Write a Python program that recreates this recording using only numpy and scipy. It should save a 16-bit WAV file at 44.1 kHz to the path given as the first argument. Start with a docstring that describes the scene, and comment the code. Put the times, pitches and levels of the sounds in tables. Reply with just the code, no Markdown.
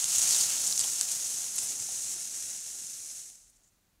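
"""A big dead branch, dragged by a beaver over dry leaves at night, passes close by, recedes and stops.
Twig tips rake the litter into a dense, bright crackle. Stick-slip friction makes the limb scrape and
rub, and bumps on the ground ring its low modes. Twigs snap by brittle fracture or brush past, and a few
leaves settle over the faint hiss and rumble of the night and a small mono microphone."""
import sys
import numpy as np
from scipy import signal
from scipy.fft import rfft, irfft
from scipy.io import wavfile

SR = 44100
rng = np.random.default_rng(int(sys.argv[2]) if len(sys.argv) > 2 else 0)


def output_pcm(signal):
    """Save a mono or channel-first signal as 16-bit PCM at the path in sys.argv[1].

    Samples are clipped to [-1, 1] before scaling.
    """
    pcm = np.clip(np.atleast_2d(signal).T, -1, 1) * 32767
    wavfile.write(sys.argv[1], SR, np.round(pcm).astype(np.int16))


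N = 176400
T = np.arange(N) / SR
SLIPS_PER_S, SLIP_SPREAD_DB = 3000, 2

# Relative strength of crackle and scrape along the drag: time_s, leaf_db, wood_db
DRAG = [(0.0, -29.9, -41), (0.07, -32, -45.8), (0.1, -27, -41.5), (0.3, -25, -38.9), (0.41, -25.5, -40.5),
        (0.49, -28, -40), (0.54, -30, -43), (0.66, -29, -45.5), (0.77, -31.5, -49.5), (0.8, -31, -44),
        (0.91, -31.5, -47), (1.02, -32, -44.5), (1.06, -34, -49.5), (1.12, -32.5, -46.5),
        (1.16, -33, -48.5), (1.41, -33, -48.5), (1.52, -36.5, -51.5), (1.58, -33.4, -49.8),
        (1.72, -35, -49.5), (1.77, -36, -52), (2.13, -34.5, -50), (2.17, -39.5, -52.2), (2.21, -35, -50.5),
        (2.3, -39.0, -53.5), (2.45, -36.5, -52), (2.54, -39, -53), (2.77, -40.5, -56), (2.9, -40, -56.5),
        (3.18, -42.2, -57), (3.28, -47, -63.2), (3.45, -60.5, -75), (3.59, -72.0, -79.4),
        (3.81, -81, -83.5), (3.99, -84, -84)]


def from_db(db):
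    """Amplitude ratio of a level in decibels."""
    return 10 ** (np.asarray(db) / 20)


def rms_one(x):
    """Normalisation to unit rms."""
    return x / np.sqrt(np.mean(x ** 2) + 1e-20)


def in_time(rows):
    """Linear interpolation of a curve's columns at every sample."""
    times_s, *columns = np.transpose(rows)
    return [np.interp(T, times_s, column) for column in columns]


def drift(rate_hz):
    """Slow random modulation: low-passed noise of unit rms, one value per 40 samples, interpolated."""
    pole = np.exp(-80 * np.pi * rate_hz / SR)
    slow = signal.lfilter([1], [1, -2 * pole, pole * pole], rng.standard_normal(N // 40 + 2002))[2000:]
    return np.interp(np.arange(N) / 40, np.arange(len(slow)), rms_one(slow))


def response(spectrum, size=4096):
    """Minimum-phase impulse response with this spectral shape; peak 1."""
    hz, db = np.transpose(spectrum)
    grid_hz = np.maximum(np.arange(size // 2 + 1) * SR / size, 1)
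    magnitude = from_db(np.interp(np.log(grid_hz), np.log(hz), db))
    causal_cepstrum = 2 * irfft(np.log(magnitude)) * (np.arange(size) < size // 2)
    ring = irfft(np.exp(rfft(causal_cepstrum)))
    return ring / np.abs(ring).max()


def at_pitch(shape, pitch_hz):
    """Transposition of a spectrum given in frequency ratios."""
    return [(ratio * pitch_hz, db) for ratio, db in shape]


def through(x, spectrum):
    """Source and filter: an excitation is convolved with the response of a spectrum."""
    return signal.fftconvolve(x, response(spectrum))[:N]


def add(out, start_s, sound):
    """Superposition of a sound from its start time."""
    start = int(np.clip(start_s * SR, 0, N - 1))
    out[start:start + len(sound)] += sound[:N - start]


def grains(per_s, spread_db):
    """Shot noise: random clicks, many small and a few large; rms 1."""
    sizes = from_db(spread_db * np.minimum(rng.exponential(1, N), 5))
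    return rms_one(sizes * rng.choice([-1, 1], N) * (rng.random(N) < per_s / SR))


def leaf_crackle(catch):
    """Twig tips excite leaves with random impulses; with distance the crackles merge into a swish."""
    # Spectra of leaves close by and farther off: frequency_hz, gain_db
    near_spectrum = [(1000, -51), (2000, -36), (3500, -19.5), (5160, -8.5), (6000, -2), (6600, 1),
                     (7500, -2), (9400, -6.5), (11000, -11), (12800, -19), (15800, -24)]
    far_spectrum = [(1000, -51), (2000, -32), (3500, -22), (4200, -17), (4600, -18), (5000, -11.5),
                    (5700, -4.5), (6600, -0.4), (7500, -2.5), (9400, -7), (11000, -12), (12800, -20.5),
                    (15800, -29)]
    near_until_s, far_from_s = 0.6, 2.07
    near_crisp, far_crisp = 0.47, 0.25  # share of the power in distinct crackles
    level_db, _ = in_time(DRAG)
    far = np.clip((T - near_until_s) / (far_from_s - near_until_s), 0, 1)
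    out = np.zeros(N)
    for spectrum, crisp, share in ((near_spectrum, near_crisp, 1 - far), (far_spectrum, far_crisp, far)):
        crackles = np.sqrt(crisp) * grains(per_s=1800, spread_db=1.5)
        swish = np.sqrt(1 - crisp) * rng.standard_normal(N)
        out += np.sqrt(share) * rms_one(through(crackles + swish, spectrum))
    return out * from_db(level_db - 0.23 + 0.9 * catch)


def wood_scrape(catch):
    """Stick-slip friction: tiny slips of bark and twigs excite the resonances of the branch."""
    # Spectrum of the scraped wood: frequency_hz, gain_db
    wood_spectrum = [(500, -25.5), (1080, -11), (1350, -7), (1900, -7.5), (2350, -5.5), (2750, -0.5),
                     (3300, -1.5), (4300, 0), (5500, -2.5), (9000, -28)]
    _, level_db = in_time(DRAG)
    scrape = through(grains(SLIPS_PER_S, SLIP_SPREAD_DB), wood_spectrum)
    return rms_one(scrape) * from_db(level_db - 0.5 + 0.82 * catch)


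def soil_rub(catch):
    """Sliding friction: the heavy limb rubs dully over the frozen ground."""
    # Strength of the rub under the limb's weight: time_s, relative_db
    load_curve = [(0.0, -57), (0.01, -60), (0.28, -54), (0.71, -56), (0.75, -59.5), (0.85, -56),
                  (0.89, -59.5), (1.55, -61.5), (1.56, -59), (3.17, -69.5), (3.5, -83), (4.0, -82.5)]
    # Spectrum of the rubbed soil: frequency_hz, gain_db
    soil_spectrum = [(30, -22.5), (60, -14.5), (100, -0.5), (250, -0.5), (340, -2), (550, -1.5), (720, 2.5),
                     (880, 1), (1060, -2.5), (1400, -4), (3500, -19)]
    level_db, = in_time(load_curve)
    rub = through(grains(SLIPS_PER_S, SLIP_SPREAD_DB), soil_spectrum)
    return rms_one(rub) * from_db(level_db + 3 + 1.25 * catch)


def ground_echo(direct, delay_s=0.00042, cutoff_hz=1700, full_at_s=2.73):
    """Interference: as the branch recedes, the ground reflection grows and hollows out the midrange."""
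    dull = signal.sosfilt(signal.butter(1, cutoff_hz, fs=SR, output="sos"), direct)
    reflected = np.interp(T - delay_s, T, dull)
    gain = 0.5 * np.minimum(T / full_at_s, 1)
    return (direct + gain * reflected) / np.sqrt(1 + gain ** 2)


def hiss(level_db=-72):
    """Stationary noise: the hiss and low rumble of the still night and the microphone."""
    # Spectrum of the noise floor: frequency_hz, gain_db
    floor_spectrum = [(15, -32.5), (25, -9), (34, -1.5), (60, -9), (130, -13), (270, -18.5), (500, -29),
                      (1000, -28), (2000, -29.5), (7000, -31), (15500, -31)]
    return from_db(level_db) * rms_one(through(rng.standard_normal(N), floor_spectrum))


def limb_bumps(rise_s=0.0069):
    """Damped modal vibration: soft blows ring the limb, a little differently each time."""
    # Blows of the limb on the ground: start_s, relative_db
    blows = [(0.038, -44), (0.17, -40), (0.245, -39), (0.352, -59), (0.454, -46), (0.718, -53),
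             (0.798, -46), (0.938, -57), (1.03, -52), (1.248, -54), (1.692, -53), (1.801, -43),
             (2.049, -49), (2.427, -52), (2.849, -58), (2.998, -58)]
    # Low modes of the limb: frequency_hz, gain_db, t60_s
    limb_modes = [(95, 0, 0.11), (139, 4.5, 0.069), (195, -4, .08), (244, -5.5, 0.072)]
    out, t = np.zeros(N), T[:9000]
    onset = 1 - np.exp(-t / rise_s)
    for start_s, blow_db in blows:
        for hz, mode_db, t60_s in limb_modes:
            detune, force = rng.standard_normal(2)
            ring = np.sin(2 * np.pi * hz * (1 + 0.087 * detune) * t) * from_db(-60 * t / t60_s)
            add(out, start_s, from_db(blow_db - 7 + mode_db + 2 * force) * ring * onset)
    return out


def twig_snaps(strain_s=0.0015, splinter_s=0.0016, knock_s=0.002):
    """Brittle fracture: each twig strains, breaks in one sharp crack, then splinters with a woody knock."""
    # Breaking twigs: break_s, level_db, pitch_hz, knock_offset_db
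    breaks = [(0.0428, -6, 7200.0, -30), (0.1549, -13, 7100.0, -26), (0.1845, -9, 7600.0, -23),
              (0.2182, -12, 6500.0, -25), (0.3086, -6, 8100.0, -31), (0.3475, -10, 6700.0, -25),
              (0.3643, -12, 6600.0, -23), (0.4099, -11, 7200.0, -24), (0.5041, -14, 7600.0, -16),
              (0.5768, -17, 6500.0, -23), (0.6683, -15, 6600.0, -27), (0.6773, -11, 7900.0, -33),
              (0.7112, -15, 7100.0, -23), (0.7257, -16, 5500.0, -28), (0.7781, -11, 6600.0, -31),
              (0.7936, -8, 7700.0, -33), (0.802, -16, 7600.0, -21), (0.81, -13, 7200.0, -28),
              (0.8125, -13, 7300.0, -27), (0.8372, -17, 6100.0, -15), (0.841, -14, 7900.0, -22),
              (0.8487, -17, 7800.0, -28), (1.0117, -5, 7300.0, -26), (1.0887, -19, 6800.0, -25),
              (1.1176, -14, 7500.0, -29), (1.1212, -16, 7600.0, -28), (1.1253, -16, 8300.0, -30),
              (1.5639, -20, 7200.0, -26), (1.5822, -16, 7100.0, -19), (1.5879, -14, 7200.0, -27),
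              (1.8008, -21, 7000.0, -27), (2.3534, -23, 7200.0, -22), (2.425, -22, 7600.0, -29),
              (2.8688, -26, 7100.0, -26), (3.0032, -25, 7300.0, -27), (3.171, -28, 7800.0, -30),
              (3.3016, -33, 8100.0, -24), (3.4989, -47, 8500.0, -24), (3.5035, -49, 9300.0, -25),
              (3.636, -51, 7500.0, -25)]
    # Spectrum of the crack: pitch_ratio, gain_db
    crack_shape = [(.04, -42.5), (.14, -31.5), (.28, -28), (.55, -15), (.8, -8.5), (1, 1.5), (1.2, -7),
                   (1.5, -13), (1.8, -26), (2.2, -21)]
    # Spectrum of the woody knock: frequency_hz, gain_db
    knock_spectrum = [(150, -29.5), (450, -10), (750, -7.5), (1050, -7.5), (1500, -1), (2400, -2.5),
                      (4000, -4), (6000, -18), (9000, -38.5)]
    size, lead = 1500, 300  # samples after and before the break
    out, t, body = np.zeros(N), T[:size], response(knock_spectrum)
    strain = from_db(-27.5) * np.exp(-t[:lead] / strain_s)[::-1]  # fibres crackle before giving way
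    splinter = from_db(-21) * np.exp(-t / splinter_s)
    for break_s, level_db, pitch_hz, knock_offset_db in breaks:
        fracture = rng.standard_normal(lead + size) * np.r_[strain, splinter]
        fracture[lead] = 1  # the break itself
        crack = signal.fftconvolve(fracture, response(at_pitch(crack_shape, pitch_hz)))
        knock = signal.fftconvolve(rng.standard_normal(size) * np.exp(-t / knock_s), body)
        add(out, break_s - lead / SR, from_db(level_db) * crack / np.abs(crack).max())
        add(out, break_s, from_db(level_db + knock_offset_db - 3) * knock / np.abs(knock).max())
    return out


def brushes(rise_share=0.73):
    """Brief friction: a twig, bough or leaf flicks past in a swell of slips around its own pitch."""
    # Glancing contacts, the last as the branch settles: start_s, length_s, level_db, pitch_hz
    contacts = [(0.18, 0.0063, -24.5, 7340), (0.304, 0.035, -35, 4560), (.34, 0.015, -34.5, 4330),
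                (0.384, 0.041, -35.5, 4770), (0.496, 0.014, -43.5, 2880), (.664, 0.014, -30.5, 7000),
                (.722, 0.0075, -36.5, 3930), (0.774, 0.0056, -31, 6000), (0.791, 0.024, -35.5, 4860),
                (0.796, .02, -30, 7660), (0.833, .012, -40, 3220), (0.836, 0.023, -51, 800),
                (.838, .016, -37, 9500), (1.108, 0.015, -36, 8800), (1.551, .014, -36.5, 10500),
                (1.579, 0.013, -31, 7400), (1.579, .014, -49.5, 2860), (1.613, 0.052, -40.5, 9450),
                (1.879, 0.022, -57, 750), (3.495, .012, -65, 9500), (3.553, .022, -66, 6960),
                (3.628, 0.022, -68, 6800), (3.64, .06, -70, 6900)]
    # Spectrum of one contact: pitch_ratio, gain_db
    brush_shape = [(.3, -34.5), (.65, -16), (.85, -5), (1, 6), (1.2, -3), (1.5, -12), (2.5, -31.5)]
    out, slips = np.zeros(N), grains(SLIPS_PER_S, SLIP_SPREAD_DB)
    for start_s, length_s, level_db, pitch_hz in contacts:
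        start, size = int(start_s * SR), int(length_s * SR)
        swell = np.interp(np.linspace(0, 1, size), [0, rise_share, 1], [0, 1, 0])
        friction = slips[start:start + size] * np.sqrt(swell)
        sound = signal.fftconvolve(friction, response(at_pitch(brush_shape, pitch_hz)))
        add(out, start_s, from_db(level_db) * sound * np.sqrt(size) / np.linalg.norm(sound))
    return out


def scene(twig_top_hz=11500):
    """Superposition: all sources sum at one microphone, alike in both channels."""
    catch = drift(rate_hz=44)  # twigs catch and let go, modulating crackle, scrape and rub together
    branch = ground_echo(wood_scrape(catch) + soil_rub(catch))
    twig_rolloff = signal.butter(2, twig_top_hz, fs=SR, output="sos")
    twigs = signal.sosfilt(twig_rolloff, brushes() + twig_snaps())
    mono = leaf_crackle(catch) + branch + twigs + limb_bumps() + hiss()
    return np.array([mono, mono])


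def record(dry, cutoff_hz=15750):
    """Band limiting: a steep low-pass filter removes the highest treble."""
    taps = signal.firwin(401, cutoff_hz, fs=SR, window=("kaiser", 8))
    return signal.fftconvolve(dry, taps[None], mode="same", axes=1)


dry = scene()
out = record(dry)
output_pcm(out)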